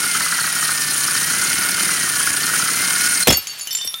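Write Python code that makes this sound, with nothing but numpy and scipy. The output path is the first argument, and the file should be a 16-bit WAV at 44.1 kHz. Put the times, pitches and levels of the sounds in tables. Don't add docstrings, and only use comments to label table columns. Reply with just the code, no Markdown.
import sys
import numpy as np
from scipy import signal
from scipy.fft import rfft, irfft
from scipy.io import wavfile
from scipy.ndimage import uniform_filter1d

SR = 44100
rng = np.random.default_rng(int(sys.argv[2]) if len(sys.argv) > 2 else 0)


def wav_out(sig):
    wavfile.write(sys.argv[1], SR, np.round(np.clip(np.atleast_2d(sig).T, -1, 1) * 32767).astype(np.int16))


N = 176400

# t/s, relative level/dB
RUMBLE_ENVELOPE = [(0.0, -40), (0.36, -44.5), (1.69, -38.5), (2.26, -41), (2.35, -39), (3.2, -40.5)]
BOTTLE_ENVELOPE = [(0, -25.5), (.22, -24), (.5, -25.5), (1.0, -26), (1.45, -23.2), (1.85, -23.2),
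                   (2.15, -25.3), (2.5, -24), (3.1, -22.5), (3.22, -25)]
BIT_ENVELOPE = [(0, -21.5), (.45, -21), (1.0, -19.5), (2.2, -20.5), (3.0, -19), (3.22, -18)]
# f/Hz, relative level/dB
RUMBLE_SPECTRUM = [(25, -44), (50, -19), (85, -5.5), (170, -2), (280, 1), (400, -4.5), (700, -14)]
BOTTLE_SPECTRUM = [(450, -15), (750, -13), (1250, -8.5), (1450, 2.5), (1750, 0), (2300, -6.5), (3050, -3.5),
                   (3400, -17.5), (4000, -10.5)]
BIT_SPECTRUM = [(3500, -2), (4250, -4.5), (4700, -1), (5900, 1), (6700, 1.5), (7500, -4.5), (8400, -1.5),
                (8700, 0), (8900, 11), (9200, -2), (10100, 3), (10600, -8), (11400, -12.5), (12200, -15.5),
                (12500, -1.5), (13100, -19), (13480, -1), (13750, -11), (14200, 2), (14800, -30),
                (15800, -1)]
# lower f/Hz, upper f/Hz, bite peak/turns, bite depth/dB, wobble peak/turns, wobble depth/dB
RUMBLE_SWELLS = [(20, 730, 0.32, 3.1, 0.52, 0.47)]
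BOTTLE_SWELLS = [(550, 2395, 0.22, 1.2, 1, 1.3), (2250, 3910, 0.077, 0, 0.99, 0.5)]
BIT_SWELLS = [(3900, 5600, .08, 2.2, .9, 2.4), (5600, 7500, .15, 1.9, .76, 1.5),
              (7500, 9600, .03, .9, .4, .3), (9600, 11500, .11, 3.6, .15, .5),
              (11500, 13800, .02, 1.6, .8, 1.2), (13800, 17000, .42, 2.4, .5, .5)]
RUMBLE_DB, BOTTLE_DB, BIT_DB = 8, -0.8, -1.5
GRAINS_PER_S, GRAIN_SPREAD_DB, CHATTER_DB, SURGE_DB = 11000, 2.5, 1.1, .5
# f/Hz, bandwidth/Hz, rms level/dB
GLASS_MODES = [(1450, 110, -35), (3070, 130, -40), (4230, 120, -37.5), (9350, 180, -33)]
MODE_BITE_TURNS, MODE_BITE_DB, MODE_FLICKER_DB = .19, 5, 3.5

# t/s, f/Hz
SHAFT_SPEED = [(0.0, 180.9), (0.37, 163.5), (0.75, 151.3), (1.08, 143.1), (1.46, 176.3), (1.58, 181.3),
               (1.69, 182.7), (1.85, 174.4), (2.22, 140.0), (2.3, 138.6), (2.64, 166.4), (2.87, 177.0),
               (3.06, 182.0), (3.24, 175.6)]
GEAR_RATIO = 9.768
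# multiple of the shaft rate, rms level off resonance/dB
MOTOR_HARMONICS = [(1, -44.5), (8, -42.5), (12, -32.6), (20, -47), (24, -47)]
WHINE_WANDER, WHINE_FLUTTER_DB = .0016, 1.6
SING_HZ, SING_WIDTH_HZ, SING_DB = 1440, 130, 10

# position/turns, f/Hz, level/dB, T60/s
RIM_CATCHES = [(.04, 4750, -13, .022), (.12, 10150, -12.5, .024), (.42, 9000, -15, .024),
               (.52, 4600, -19, .018), (.56, 10500, -17, .018), (.68, 1400, -18, .03),
               (.4, 14200, -27, .03)]
CATCH_RISE_S, CATCH_SPREAD_DB, CATCH_DETUNE, CATCH_JITTER_TURNS = .0015, 2.2, .025, .02
CATCH_GRIT_RAD = .17
# t/s, level/dB
HARD_BITES = [(.04, -20), (.148, -16.5), (.204, -15), (.263, -17), (.322, -16), (.386, -18), (.441, -19.5),
              (.474, -22), (.626, -20), (.692, -18), (1.082, -21), (1.619, -20), (1.781, -21), (1.89, -19),
              (2.074, -22), (2.205, -18), (2.273, -20.5), (2.487, -19.5), (2.537, -21), (2.687, -20)]
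# f/Hz, relative level/dB
KNOCK_SPECTRUM = [(700, -27), (1150, -6.5), (1400, 3.5), (1700, -4), (2500, -26), (8000, -37)]
SCREECH_HZ, SCREECH_WIDTH_HZ, SCREECH_DB, SCREECH_SWELL_S = 8820, 150, -22.5, 0.23
SNAG_S, SNAG_DECAY_S, SLIP_DB = 3.235, 0.0027, -16.5

# t/s, crack level/dB, relative thump level/dB, crack decay time/s
FRACTURES = [(3.272, -2.5, -4.5, 0.0095), (3.280, -12, 0, 0.0055), (3.2867, -17, -5.5, .003),
             (3.303, -12, -7, 0.0063), (3.3083, -14.5, -18, 0.0055), (3.32, -17.5, -9.5, 0.0086),
             (3.330, -22, -24, 0.025), (3.376, -28, -28, 0.006), (3.847, -38, -33.5, 0.0071)]
BURST_S = FRACTURES[0][0]
# f/Hz, relative level/dB
CRACK_SPECTRUM = [(200, -6), (700, -6.5), (1300, -3.5), (2200, 0.5), (3400, 0.5), (4400, -6), (5500, -3),
                  (8000, -6.5), (13500, -7), (15500, -13)]
THUMP_SWEEP_HZ, THUMP_END_HZ, THUMP_FALL_S, THUMP_DECAY_S, THUMP_DB = 680, 51.6, 0.00745, .014, -3.5

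SHARD_MODES = { "wall": [(4171, 3.5, 0.34)], "large": [(2795, -4, 0.31), (4510, -3.5, 0.27),
               (5232, -13, 0.31), (5405, -15, 0.16), (6550, 1, 0.15), (7050, -0.5, 0.12),
               (9970, -0.5, 0.11)], "neck": [(3360, 0.5, 0.18), (5190, -1, 0.062), (5405, -3, 0.22)],
               "splinter": [(13260, 1, 0.068)], "sliver": [(12900, -0.5, 0.1)], "chip": [(11130, -1, .09)],
               "curved": [(1840, -10.5, 0.5), (2870, -3, 0.19), (3040, -0.5, 0.53), (6277, 0, 0.13),
               (6990, 5, 0.09), (9900, 14.5, 0.04), (11200, 16, 0.05)], "flat": [(3590, 0.5, 0.31),
               (4545, -3.5, 0.4), (5350, -0.5, 0.25), (5900, -10, 0.43), (8096, -7.5, 0.32), (9840, -5, .1),
               (11100, -4.5, 0.089), (13100, -2, 0.14)], "small": [(7260, -2, 0.18), (9740, -16, 0.4)],
               "thin": [(5590, 1.5, 0.17), (9850, -4, 0.36), (10500, -1, 0.075)], "base": [(1333, 1, 0.085),
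               (3480, 2.5, 0.061), (3624, -7, 0.78)]}
# t/s, piece, ring level/dB, most excited f/Hz, tick level/dB
SHARD_IMPACTS = [(3.227, "wall", -22.5, 4200, -35), (3.292, "neck", -8, 4800, -31),
                 (3.325, "large", -9, 5330, -23), (3.371, "splinter", -7, 13200, -30),
                 (3.4707, "large", -25.5, 7000, -18), (3.496, "large", -24, 4600, -43),
                 (3.595, "large", -29.5, 5000, -24), (3.6105, "large", -21, 8800, -38),
                 (3.6721, "curved", -23.5, 4040, -23), (3.708, "flat", -20, 6500, -29),
                 (3.724, "small", -30, 7000, -32), (3.729, "sliver", -19, 12970, -28),
                 (3.7498, "small", -13, 7250, -15.5), (3.771, "flat", -23, 6100, -23),
                 (3.787, "curved", -28.5, 2530, -38), (3.812, "flat", -21, 3310, -31),
                 (3.846, "flat", -23, 12000, -32), (3.8748, "thin", -18.5, 6550, -22),
                 (3.897, "chip", -25, 11000, -40), (3.9414, "base", -19, 3020, -24)]
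# f/Hz, relative level/dB
TICK_SPECTRUM = [(200, -18), (900, -15), (2000, 2.5), (6000, 6.5), (10000, -8), (15000, -8)]
FOCUS_DB_PER_OCTAVE, TICK_DECAY_S = 11, 0.0033
ROCK_PER_S, ROCK_DB, TWIN_SPREAD_HZ, TWIN_DB = 130, 2.2, 45, -10
CRUMBS_PER_S, CRUMB_MIN_DB, CRUMB_T60_S = 150, -46, 0.077

# f/Hz, relative level/dB
WHIRR_SPECTRUM = [(30, -24), (140, -20.5), (600, -16.5), (1200, -9.5), (3200, -5), (6500, -10),
                  (15000, -22.5)]
WHIRR_DB, COAST_HZ, COAST_DB, RUN_DOWN_DB_PER_S = -33.5, 150, -55.5, -10.5
ROOM_T60_S, ROOM_DB = 0.16, -15.5
LOW_CUT_HZ, TOP_HZ, OVERLOAD_AMPLITUDE = 43, 15800, .68


def grinding(t, turns):
    sizes = undb(GRAIN_SPREAD_DB * np.minimum(rng.exponential(size=N), 6)) * rng.choice([-1, 1], N)
    grains = (rng.random(N) < GRAINS_PER_S / SR) * sizes
    grains *= undb(CHATTER_DB * wander(450) + SURGE_DB * wander(29.7))
    rumble = rotary_swell(colour(grains, RUMBLE_SPECTRUM), turns, RUMBLE_SWELLS, flicker_db=1.0)
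    bottle = rotary_swell(colour(grains, BOTTLE_SPECTRUM), turns, BOTTLE_SWELLS, flicker_db=-0.2)
    bit = rotary_swell(colour(grains, BIT_SPECTRUM), turns, BIT_SWELLS, flicker_db=1.5)
    bites = grains * undb(MODE_BITE_DB * np.cos(4 * np.pi * (turns - MODE_BITE_TURNS)))
    ringing = sum(undb(db) * resonate(bites * undb(MODE_FLICKER_DB * wander(21.96)), hz, width)
                  for hz, width, db in GLASS_MODES)
    return (rumble * undb(curve(t, RUMBLE_ENVELOPE) + RUMBLE_DB)
            + bottle * undb(curve(t, BOTTLE_ENVELOPE) + BOTTLE_DB)
            + bit * undb(curve(t, BIT_ENVELOPE) + BIT_DB) + ringing)


def rotary_swell(sound, turns, bands, flicker_db):
    sound, out = unit_rms(sound), np.zeros(N)
    for lo_hz, hi_hz, bite_at, bite_db, wobble_at, wobble_db in bands:
        bite = bite_db * np.cos(4 * np.pi * (turns - bite_at))
        wobble = wobble_db * np.cos(2 * np.pi * (turns - wobble_at))
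        out += band(sound, lo_hz, hi_hz) * unit_rms(undb(bite + wobble + flicker_db * wander(70)))
    return out


def motor(shaft_hz):
    phase = 2 * np.pi * np.cumsum(shaft_hz * (1 + WHINE_WANDER * wander(70))) / SR
    out = np.zeros(N)
    for order, db in MOTOR_HARMONICS:
        resonance_db = SING_DB / (1 + (2 * (order * shaft_hz - SING_HZ) / SING_WIDTH_HZ) ** 2)
        rms = undb(db + resonance_db + WHINE_FLUTTER_DB * wander(60))
        out += np.sqrt(2) * rms * np.sin(order * phase + rng.uniform(0, 2 * np.pi))
    return out


def catches(t, turns):
    out, age = np.zeros(N), t[:SR // 20]
    attack = 1 - np.exp(-age / CATCH_RISE_S)
    for turn, chance in enumerate(rng.standard_normal((int(turns[-1]), len(RIM_CATCHES), 3))):
        for (place, hz, db, t60), (lag, detune, size) in zip(RIM_CATCHES, chance):
            start = np.interp(turn + place + CATCH_JITTER_TURNS * lag, turns, t)
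            tone = scrape(age, hz * (1 + CATCH_DETUNE * detune), t60)
            add(out, start, undb(db + CATCH_SPREAD_DB * size) * tone * attack)
    return out


def scrape(age, hz, t60):
    jostle = CATCH_GRIT_RAD * np.sqrt(hz / 5000) * np.cumsum(rng.standard_normal(len(age)))
    return np.sin(2 * np.pi * hz * age + jostle) * damping(age, t60)


def knocks(t):
    push = sum(undb(db) * pulse(t, start, decay_s=0.0098) for start, db in HARD_BITES)
    return colour(push * rng.standard_normal(N), KNOCK_SPECTRUM)


def screech(t):
    rub = band(rng.standard_normal(N), SCREECH_HZ - SCREECH_WIDTH_HZ, SCREECH_HZ + SCREECH_WIDTH_HZ)
    growth = np.exp(np.minimum(t - SNAG_S, 0) / SCREECH_SWELL_S)
    return undb(SCREECH_DB) * resonate(rub, SCREECH_HZ, SCREECH_WIDTH_HZ) * growth


def cracks(t):
    envelope = sum(undb(db) * pulse(t, start, decay_s) for start, db, _, decay_s in FRACTURES)
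    return colour(envelope * rng.standard_normal(N) * undb(3.6 * wander(900)), CRACK_SPECTRUM)


def thumps(t):
    out, age = np.zeros(N), t[:SR // 4]
    for start, _, db, _ in FRACTURES:
        hz = THUMP_END_HZ + THUMP_SWEEP_HZ * np.exp(0.159 * rng.standard_normal() - age / THUMP_FALL_S)
        chirp = np.sin(2 * np.pi * np.cumsum(hz) / SR)
        add(out, start, undb(THUMP_DB + db) * chirp * np.exp(-age / THUMP_DECAY_S))
    return out


def shards(t):
    out, ticks, age = np.zeros(N), np.zeros(N), t[:SR // 2]
    for start, piece, db, focus_hz, tick_db in SHARD_IMPACTS:
        for hz, mode_db, t60 in SHARD_MODES[piece]:
            off_focus_db = FOCUS_DB_PER_OCTAVE * abs(np.log2(hz / focus_hz))
            add(out, start, undb(db + mode_db - off_focus_db) * shard_mode(age, hz, t60))
        ticks += undb(tick_db) * pulse(t, start, TICK_DECAY_S)
    span_s = t[-1] - BURST_S
    for when, pitch, size in rng.random((int(CRUMBS_PER_S * span_s), 3)):
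        crumb = ring(age, 9000 + 6000 * pitch, CRUMB_T60_S)
        add(out, BURST_S + when * span_s, undb(CRUMB_MIN_DB + 14 * size) * crumb)
    return out + colour(ticks * rng.standard_normal(N), TICK_SPECTRUM)


def shard_mode(age, hz, t60):
    steps = np.arange(0, age[-1], 1 / ROCK_PER_S)
    rocking_db = ROCK_DB * np.interp(age, steps, rng.standard_normal(len(steps)))
    twin_hz = hz + TWIN_SPREAD_HZ * rng.standard_normal()
    twin = undb(TWIN_DB) * ring(age, twin_hz, t60) * rng.choice([-1, 1])
    return (ring(age, hz, t60) + twin) * undb(rocking_db)


def whirr(t):
    since = np.maximum(t - BURST_S, 0)
    air = unit_rms(colour(rng.standard_normal(N) * undb(0.84 * wander(120)), WHIRR_SPECTRUM))
    hum = np.sin(2 * np.pi * COAST_HZ * since)
    return (undb(WHIRR_DB) * air + undb(COAST_DB) * hum) * undb(RUN_DOWN_DB_PER_S * since)


def room(t, direct):
    age = t[:SR // 2]
    response = rng.standard_normal(len(age)) * damping(age, ROOM_T60_S) * (age > .004)
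    return undb(ROOM_DB) * signal.fftconvolve(direct, response / np.linalg.norm(response))[:N]


def colour(x, spectrum):
    hz, db = np.array(spectrum).T
    gain = unit_rms(undb(np.interp(np.log(np.arange(N // 2 + 1) * SR / N + 1), np.log(hz), db)))
    cepstrum = irfft(np.log(gain), N)
    cepstrum[1:N // 2] *= 2
    cepstrum[N // 2 + 1:] = 0
    response = irfft(np.exp(rfft(cepstrum)), N)[:N // 20]
    return signal.fftconvolve(x, response)[:N]


def band(x, lo_hz, hi_hz):
    hz = np.arange(N // 2 + 1) * SR / N
    return irfft(rfft(x) / np.sqrt((1 + (hz / hi_hz) ** 40) * (1 + (lo_hz / (hz + 1)) ** 20)), N)


def resonate(x, hz, width_hz):
    return unit_rms(signal.lfilter(*signal.iirpeak(hz, hz / width_hz, fs=SR), x))


def wander(rate_hz):
    hold = max(int(SR / rate_hz), 1)
    steps = np.repeat(rng.standard_normal(N // hold + 1), hold)
    return unit_rms(uniform_filter1d(steps, hold)[:N])


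def pulse(t, start, decay_s):
    return (t >= start) * np.exp(-np.maximum(t - start, 0) / decay_s)


def ring(age, hz, t60):
    return np.sin(2 * np.pi * hz * age) * damping(age, t60)


def damping(age, t60):
    return np.exp(-np.log(1000) * age / t60)


def undb(db):
    return 10 ** (np.asarray(db) / 20)


def unit_rms(x):
    return x / np.sqrt(np.mean(x ** 2))


def curve(t, rows):
    return np.interp(t, *np.array(rows).T)


def add(out, start, sound):
    i = int(start * SR)
    out[i:i + len(sound)] += sound[:N - i]


def scene():
    t = np.arange(N) / SR
    shaft_hz = curve(t, SHAFT_SPEED)
    turns = np.cumsum(shaft_hz) / SR / GEAR_RATIO
    snag = np.exp(-np.maximum(t - SNAG_S, 0) / SNAG_DECAY_S)
    contact = np.maximum(snag, undb(SLIP_DB) * (t < BURST_S))
    drilling = motor(shaft_hz) + grinding(t, turns) + catches(t, turns) + knocks(t) + screech(t)
    direct = contact * drilling + thumps(t) + cracks(t) + shards(t) + whirr(t)
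    return (direct + room(t, direct))[None]


def record(dry):
    dry = signal.sosfilt(signal.butter(4, LOW_CUT_HZ, "high", fs=SR, output="sos"), dry)
    saturated = dry / (1 + (dry / OVERLOAD_AMPLITUDE) ** 4) ** .25
    return signal.sosfilt(signal.ellip(10, .2, 80, TOP_HZ, fs=SR, output="sos"), saturated)


dry = scene()
out = record(dry)
wav_out(out)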